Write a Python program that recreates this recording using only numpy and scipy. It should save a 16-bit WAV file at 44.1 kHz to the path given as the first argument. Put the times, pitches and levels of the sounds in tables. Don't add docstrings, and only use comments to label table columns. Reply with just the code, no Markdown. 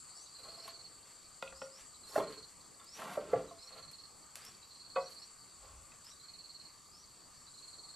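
import sys
import numpy as np
from scipy import signal
from scipy.io import wavfile
from scipy.ndimage import uniform_filter1d

SR = 44100
rng = np.random.default_rng(int(sys.argv[2]) if len(sys.argv) > 2 else 0)


def transcribe(u):
    v = np.clip(np.atleast_2d(u).T, -1, 1)
    q = np.round(v * 32767).astype(np.int16)
    wavfile.write(sys.argv[1], SR, q)


def amplitude_ratio(level_db):
    exponent = np.asarray(level_db, float) / 20
    return 10 ** exponent


N = 350595


def evened(x):
    return x / np.sqrt(np.mean(x ** 2) + 1e-30)


def read(points, hz):
    f, value = np.transpose(points)
    return np.interp(np.log(hz + 1), np.log(f + 1), value)


def add(mix, s, sound, pan_db=0):
    part = mix[:, round(s * SR):][:, :len(sound)]
    part += sound[:part.shape[1]] * amplitude_ratio(np.array([[pan_db], [-pan_db]]) / 2)


def resonate(x, hz, width_hz):
    turn = np.exp(2j * np.pi * np.cumsum(hz * np.ones(x.shape[-1])) / SR)
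    r = np.exp(-np.pi * width_hz / SR)
    return (turn * signal.lfilter([(1 - r) ** 2], [1, -2 * r, r ** 2], x / turn)).real


def band(x, low_hz, high_hz, order=2):
    return signal.sosfilt(signal.butter(order, [low_hz, high_hz], "bandpass", fs=SR, output="sos"), x)


def slow(seconds, count=N):
    span = max(round(seconds * SR), 2)
    return evened(uniform_filter1d(uniform_filter1d(rng.standard_normal(count), span), span))


def grains(count, per_s, spread_db):
    sign, chance, size = rng.random((count, 3)).T
    return np.sign(sign - .5) * (chance < per_s / SR) * amplitude_ratio(-spread_db * np.log(size + 0.0016))


# (frequency [Hz], density [dB/Hz])
AIR_SPECTRUM = [(40, -7), (120, -2), (250, -5), (600, -9.5), (1100, -8), (1600, -12.5), (3000, -16.5),
                (4500, -15.5), (6000, -13), (7700, -6), (9300, -14.5), (9800, -21), (13000, -20)]
# (frequency [Hz], correlation [-1..1])
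AIR_LIKENESS = [(60, 1), (200, 0.15), (700, 0.56), (1500, 0.88), (5500, 0.97), (7000, 0.043), (13000, 0.32)]
# (time [s], length [s], rise over calm [dB])
GUSTS = [
    (1.546, 0.098, 16.5),
    (2.2, 0.32, 8),
    (3.366, 0.19, 18),
    (5.73, .15, 22),
]
AIR_DB, CALM_DB = -61, -84


def air():
    frames, hz = N // 256 + 5, np.fft.rfftfreq(1024, 1 / SR)
    a, b, c, d, patches = rng.standard_normal((frames, 513, 5)).T
    patches = evened(uniform_filter1d(uniform_filter1d(patches, 12, 0), 14, 1))
    same = np.clip(read(AIR_LIKENESS, hz), -1, 1)[:, None]
    left = a + 1j * b
    right = same * left + np.sqrt(1 - same ** 2) * (c + 1j * d)
    z = np.array([left, right]) * amplitude_ratio(read(AIR_SPECTRUM, hz)[:, None] + 1.9 * patches)
    wash = evened(signal.istft(z, nperseg=1024, noverlap=768)[1][:, :N])
    t = np.arange(N) / SR
    rise_db = sum(db * np.exp(-((t - s) / length_s) ** 4) for s, length_s, db in GUSTS)
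    gusts = evened(band(rng.standard_normal(N), 39, 78)) * amplitude_ratio(CALM_DB + rise_db)
    return amplitude_ratio(AIR_DB) * wash + gusts


# (time [s], level [dB])
MID_CHORUS = [(0.0, -59), (0.64, -58), (0.84, -63), (2.5, -63), (3.899, -65.5), (4.8, -61), (5.5, -61),
              (5.76, -67), (6.55, -64), (7.68, -62), (7.95, -62)]
DRONE_DB, HIGH_CHORUS_DB = -72, -59.5


def choruses():
    mid_db = np.interp(np.arange(N) / SR, *np.transpose(MID_CHORUS))
    high_db = HIGH_CHORUS_DB + 2.1 * slow(1.0)

    low = evened(resonate(grains(N, 3000, 0.17), 1165 + 25 * slow(0.28), 160))
    low = low * amplitude_ratio(DRONE_DB + slow(0.074))

    mid = resonate(grains(N, 3000, 0.88), 4620 + 30 * slow(0.071), 535)
    mid = evened(band(mid, 3690, 4680)) * amplitude_ratio(mid_db - 2.6 + 1.84 * slow(0.011))

    clicks = np.array([grains(N, 9000, 2.1), grains(N, 9000, 1.2)])
    high = resonate(clicks, 7555, 960) + 0.76 * resonate(clicks, 8000, 710) + 0.67 * resonate(clicks, 9120, 300)
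    high = evened(band(high, 3600, 10000))
    high = high + 0.1 * high[::-1]
    high = high * amplitude_ratio(high_db - 3.0 + 1.35 * slow(0.013)) * amplitude_ratio(np.array([[1.2], [-1.2]]))
    return low + mid + high


def whistle(start_s, end_s, to_hz, db):
    from_hz, length_s = 4500, end_s - start_s
    u = np.arange(round(length_s * SR)) / SR / length_s
    hz = from_hz + (to_hz - from_hz) * np.sin(1.21 * u) / np.sin(1.3)
    rasp = evened(resonate(grains(len(u), 2000, 1.3), hz, 350))
    swell = signal.windows.tukey(len(u), .4) * (0.31 + 0.2 * u)
    return amplitude_ratio(db) * rasp * swell * amplitude_ratio(0.83 * slow(0.022, count=len(u)))


# (start [s], end [s], end pitch [Hz], level [dB])
WHISTLES = [(0.126, 0.277, 6650, -54.5), (.55, 0.68, 5730, -56), (1.528, 1.667, 5760, -52.5),
            (1.701, 1.82, 6030, -53.5), (2.04, 2.15, 5770, -58), (2.847, 2.997, 6120, -50.5),
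            (3.57, 3.698, 5840, -55), (4.401, 4.507, 5750, -52), (4.97, 5.1, 6200, -56),
            (5.165, 5.27, 5840, -55.5), (6.027, 6.134, 5900, -52), (6.893, 7.055, 6040, -56.5)]


def whistling_insect():
    mix = np.zeros((2, N))
    for row in WHISTLES:
        add(mix, row[0], whistle(*row), .3)
    return mix


def wing(db, hz):
    t = np.arange(round(.032 * SR)) / SR
    u = t / t[-1]
    sagging_hz = hz * (1.012 - 0.034 * u ** 2 + 0.008 * slow(0.009, count=len(t)))
    tone = np.sin(2 * np.pi * np.cumsum(sagging_hz) / SR)
    rough = evened(resonate(rng.standard_normal(len(t)), 0.956 * hz, 270))
    sound = (1 - 0.5 * u) * tone + (0.27 + 0.067 * u) * rough
    flutter = amplitude_ratio(0.28 * slow(0.0014, count=len(t)))
    return amplitude_ratio(db + 1.0) * sound * signal.windows.tukey(len(t), .3) * flutter


STROKE_GAP_S = .0513
HURRY, HURRY_STROKES = .25, .8
WING_HZ, COLD_HZ, COLD_DB, WARMING_STROKES = 4361, 333, -9.5, 1.73
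WAVER_HZ, WAVER_DB = 37.3, 0.5


def trill(opening_s, first_s, last_s, db):
    run_s = last_s - first_s
    gaps = 1 - HURRY * np.exp(-np.arange(round(run_s / STROKE_GAP_S)) / HURRY_STROKES)
    times = np.r_[opening_s, first_s, first_s + run_s * np.cumsum(gaps) / gaps.sum()]
    cold = np.exp(-np.arange(len(times)) / WARMING_STROKES)
    chance = rng.standard_normal((len(times), 2)).T
    return zip(times, db + COLD_DB * cold + WAVER_DB * chance[0], WING_HZ - COLD_HZ * cold + WAVER_HZ * chance[1])


# (lone opening stroke [s], first of the run [s], last stroke [s], level [dB])
TRILLS = [(.253, .344, .8405, -51.5), (1.9375, 2.0315, 2.424, -51.5), (3.475, 3.5818, 4.033, -52),
          (4.621, 4.7042, 5.215, -52), (6.11, 6.1938, 6.6468, -51.5), (7.4665, 7.535, 7.937, -52)]


def cricket():
    mix = np.zeros((2, N))
    for row in TRILLS:
        for s, *closing in trill(*row):
            add(mix, s, wing(*closing), -6.)
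    return mix


def body(modes, hard_db, low_db, crowd_db):
    crowd_hz = np.geomspace(410, 4300, num=50) * rng.uniform(0.91, 1.02, size=50)
    crowd_levels_db = crowd_db - 3.6 * np.maximum(np.log2(crowd_hz / 700), 0)
    crowd = np.transpose([crowd_hz, crowd_levels_db, 0.045 * np.sqrt(700 / crowd_hz)])
    hz, db, t60 = np.transpose(np.vstack([modes, crowd]))[:, :, None]
    db = db + hard_db * np.maximum(np.log2(hz / 640), 0)
    db = db + low_db * np.clip(np.log2(640 / hz) / 1.9, 0, 1)
    t = np.arange(SR // 4) / SR
    signs = np.sign(rng.random(hz.shape) - .5)
    rings = signs * amplitude_ratio(db - 60 * t / t60) * np.sin(2 * np.pi * hz * t)
    return band(rings.sum(0) * (1 - np.exp(-t / .0005)), 106, 8000)


# (frequency [Hz], level [dB], t60 [s])
BEAM = [(153.6, -14, 0.19), (224, -15.5, 0.098), (186, -18, 0.2), (289.8, -20.5, 0.29), (428, -1, 0.066),
        (446.5, -4.5, 0.13), (518, -7, 0.21), (638, 3.5, 0.05), (766, -22.5, 0.38), (805, -3, 0.038),
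        (984, -19, 0.24), (1085, -6, 0.056), (1172.5, -11.5, 0.16), (1342, -6, 0.041), (1546, -18, 0.07),
        (1850, -21.5, 0.11), (2070, -26, 0.25), (2144, -22, 0.1), (2360, -20.5, 0.15), (2630, -54, 0.19)]
STROKE_DEPTH_DB = 22


def stroke(mix_db, s, rise_s, hold_s, fall_s, db):
    t = np.arange(-rise_s, hold_s + fall_s, 1 / SR)
    count = len(t)
    low_db, upper_db, grit_db, hiss_db = mix_db
    push_db = db - STROKE_DEPTH_DB * np.maximum(np.maximum(-t / rise_s, (t - hold_s) / fall_s), 0)
    slips = amplitude_ratio(1.5 * slow(0.007, count=count))
    ring = signal.fftconvolve(slips * grains(count, 1200, 2.9), body(BEAM, 1.9, 1.9, -11.0))[:count]
    low = evened(band(ring, 70, 706, order=3))
    upper = evened(band(ring, 446, 1980, order=3))
    grit = evened(slips * band(grains(count, 5000, 3.), 1000, 3840))
    hiss = evened(slips * band(grains(count, 17000, 1.5), 4400, 13300))
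    sound = amplitude_ratio(low_db) * low + amplitude_ratio(upper_db) * upper
    sound = sound + amplitude_ratio(grit_db + 2.5) * grit + amplitude_ratio(hiss_db + 11.5) * hiss
    return s - rise_s, sound * amplitude_ratio(push_db) * signal.windows.tukey(count, .15)


# (full strength [s], rise [s], hold [s], fall [s], level [dB])
BRUSHES = [(0.361, 0.026, 0.32, 0.1, -83), (2.098, 0.082, .04, 0.034, -71.5),
           (2.162, 0.043, 0.022, 0.066, -65), (2.5, .08, .01, .06, -82), (2.971, 0.066, 0.027, .2, -73),
           (3.13, 0.11, 0.01, 0.097, -72), (4.36, 0.0049, .01, 0.064, -70), (5.105, 0.046, .01, .1, -73.5)]
DRAGS = [(.46, 0.18, 0.028, 0.53, -58), (1.14, 0.13, 0.041, 0.12, -70), (1.66, 0.042, 0.041, 0.094, -73),
         (2.15, .09, 0.0037, .01, -51.5), (2.83, 0.077, .01, 0.13, -62), (2.99, 0.043, .17, .02, -45.5),
         (3.324, 0.057, 0.0029, 0.0088, -48), (3.75, 0.16, 0.037, 0.17, -54.5), (5.63, .07, 0.068, .4, -62)]
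SCUFFS = [(0.684, 0.12, 0.0063, 0.06, -61), (1.1, 0.13, .01, 0.045, -69),
          (1.785, 0.063, 0.008, 0.088, -64.5), (2.311, 0.045, 0.023, 0.089, -63.5),
          (2.949, 0.026, 0.029, .05, -61.5), (4.362, 0.0067, .02, 0.19, -65.5),
          (4.44, 0.086, 0.017, 0.16, -62.5), (6.085, 0.098, .01, 0.07, -68.5)]
SETTLING = [
    (2.225, .02, 0.0082, 0.21, -40),
    (3.2, 0.012, 0.012, 0.31, -42),
    (3.37, .015, 0.0063, 0.23, -43.5),
    (5.027, 0.021, 0.0066, 0.12, -55),
]
# (low modes [dB], upper modes [dB], grit [dB], fine hiss [dB])
BRUSH_MIX, DRAG_MIX = (-5, 5, 1, 0.5), (-3., 1.5, -14, -29)
SCUFF_MIX, SETTLING_MIX = (-5, -1, 0., -14.), (-0.5, -4.5, -22.5, -49)


def wood_strokes():
    mix = np.zeros((2, N))
    for mix_db, rows in [(BRUSH_MIX, BRUSHES), (DRAG_MIX, DRAGS), (SCUFF_MIX, SCUFFS), (SETTLING_MIX, SETTLING)]:
        for row in rows:
            add(mix, *stroke(mix_db, *row), -.4)
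    return mix


def knock(modes, touch, rise_s, crowd_db, snap_db, chatter_t60, db, hard_db, chatter_db, low_db):
    t = np.arange(SR // 5) / SR
    chatter = amplitude_ratio(chatter_db - 60 * t / max(chatter_t60, .005)) * (1 - np.exp(-t / rise_s))
    force = chatter * grains(len(t), 1500, 0.2)
    force[0] = touch
    wood = body(modes, hard_db, low_db, crowd_db)
    contact = np.gradient(np.exp(-(np.arange(len(wood)) / 2.5 - 3) ** 2))
    wood = wood - amplitude_ratio(snap_db + 1.45 * hard_db) * contact
    sound = signal.fftconvolve(np.convolve(force, np.hanning(7)), wood)
    return amplitude_ratio(db) * sound / abs(sound).max()


# (frequency [Hz], level [dB], t60 [s])
BEAM_END = [(673, -2, 0.14), (1076, 6.5, 0.043), (1380, -17, 0.033), (2060, -16, 0.024)]
SLAT = [(167.5, -1.5, 0.088), (273, -7.5, 0.091), (535.5, -1.5, 0.32), (1006, 8, 0.022), (1393, 7.5, 0.031),
        (1940, 4, 0.014), (2520, 1.5, 0.026), (2930, -10, 0.012), (3400, -41, 0.094), (3830, -23, 0.043)]
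RESTING_SLAT = [(169, -19.5, 0.2), (492, -10.5, 0.25), (539, 6.5, 0.15), (728, -2, 0.14), (985, -8, 0.28),
                (1119.5, 1.5, 0.069), (1210, -11, 0.09), (1295, -10, 0.052), (1465, -10.5, 0.047),
                (1960, -15, 0.11), (2548, -14, 0.085), (2830, -45, 0.079)]
# (time [s], peak [dB], hardness [dB/octave], chatter [dB], low modes [dB])
PENCIL_KNOCKS = [(0.394, -54, 14, -15, -2.2), (0.455, -48.5, 3, -11, -1.9), (0.484, -49.5, -13, -7, -1.5),
                 (0.519, -57, -3, 1, -0.76), (0.574, -51.5, 1, -3, -1.2), (0.655, -48.5, -9, -12, -1.5),
                 (0.678, -40.5, 10, -14.5, -1.8), (2.797, -51.5, 13, -9, -1.5),
                 (3.51, -43.5, -13, -9, -1.5)]
SLAT_KNOCKS = [
    (1.059, -56, 9, -12.0, -4),
    (1.425, -26, 4, -25, -4),
    (1.475, -40, 17, 10, -3),
    (1.525, -42.5, -0.5, -7, -1),
    (1.617, -33.5, 0, 3, 1),
    (2.955, -52, 11, -19, 5),
    (5.919, -51.5, 15, -12.0, -7),
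]
BEAM_KNOCKS = [
    (2.155, -20, -4.5, 9, -9),
    (2.176, -22.5, -3.5, 25, -5),
    (2.197, -25, -2, 4, 4),
    (2.987, -45, 0, -12, -1.5),
    (3.171, -25, -8, -6.5, -3),
    (3.329, -18, -9.5, 10, -5),
    (3.354, -33.5, -1.5, 7, 15),
    (3.404, -49, -8, -8, 16),
]
LAYING_KNOCKS = [
    (4.958, -23, 3.1, -1, -16),
    (4.976, -31, 0.82, -3, 4),
]


def wood_knocks():
    mix = np.zeros((2, N))
    # (modes, first touch, closing [s], crowd [dB], snap [dB], chatter t60 [s], pan [dB], knocks)
    for *piece, pan_db, knocks in [(BEAM_END, .4, .002, -19., -8., .033, -.6, PENCIL_KNOCKS),
                                   (SLAT, .7, .0006, -6., 20., .013, .7, SLAT_KNOCKS),
                                   (BEAM, .25, .002, -4., -12., .047, -1.5, BEAM_KNOCKS),
                                   (RESTING_SLAT, .2, .004, -12., -18., .04, -.6, LAYING_KNOCKS)]:
        for s, *blow in knocks:
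            add(mix, s, knock(*piece, *blow), pan_db)
    return mix


def tick(db, t60):
    tick_hz = 9000
    t = np.arange(SR // 8) / SR
    force = 0.1 * rng.standard_normal(len(t)) * amplitude_ratio(-60 * t / max(t60, .003))
    force[0] = 1
    sound = band(force, 0.23 * tick_hz, min(2.5 * tick_hz, 20000), order=1)
    return amplitude_ratio(db) * sound / abs(sound).max()


# (time [s], peak [dB], tail t60 [s])
TICKS = [(0.68, -32, 0.04), (1.4255, -39, 0.06), (2.096, -42, 0.03), (2.145, -32, 0.09),
         (2.8444, -38, 0.03), (3.914, -35.5, 0.059), (4.3564, -21.5, 0.019), (4.4508, -31.5, 0.059),
         (5.1043, -54, 0.028), (6.0464, -39, 0.03)]


def dry_ticks():
    mix = np.zeros((2, N))
    for s, *crack in TICKS:
        add(mix, s, tick(*crack))
    return mix


def shelter(x, t60, dull_hz, shared):
    taps = grains(SR, 2000, 0.091).reshape(2, -1) * amplitude_ratio(-60 * np.arange(SR // 2) / SR / t60)
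    taps = taps + shared * taps[::-1]
    taps = band(np.pad(taps, ((0, 0), (150, 0))), 56, dull_hz, order=1)
    return signal.fftconvolve(x.mean(0)[None], taps / np.linalg.norm(taps[0]), axes=1)[:, :N]


def scene():
    insects = whistling_insect() + cricket()
    wood = wood_strokes() + wood_knocks() + dry_ticks()
    insect_echo = amplitude_ratio(-9) * shelter(insects, 0.24, 9000, 0.41)
    wood_echo = amplitude_ratio(-10) * shelter(wood, 0.26, 6800, 0.75)
    return air() + choruses() + insects + insect_echo + wood + wood_echo


def starved(x, under_db, left_db):
    hz, t, z = signal.stft(x, SR, nperseg=1024, noverlap=768)
    power = uniform_filter1d(abs(z.mean(0)) ** 2 + 1e-20, size=11, axis=1)
    near_db = 10 * np.log10(uniform_filter1d(power, size=2, axis=0))
    around_db = uniform_filter1d(near_db, size=15, axis=0)
    weak = (near_db < around_db + under_db) & (hz[:, None] > 1500)
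    return signal.istft(z * np.where(weak, amplitude_ratio(left_db), 1), SR, nperseg=1024, noverlap=768)[1][:, :N]


def top_cut(x):
    return signal.sosfilt(signal.butter(12, 14180, fs=SR, output="sos"), x)


def record(dry):
    edge = signal.firwin(801, 13080, window=("kaiser", 5), fs=SR)
    limited = signal.oaconvolve(dry, edge[None], "same")
    thinned = starved(limited, under_db=-3., left_db=-18.)
    return top_cut(thinned)


dry = scene()
out = record(dry)
transcribe(out)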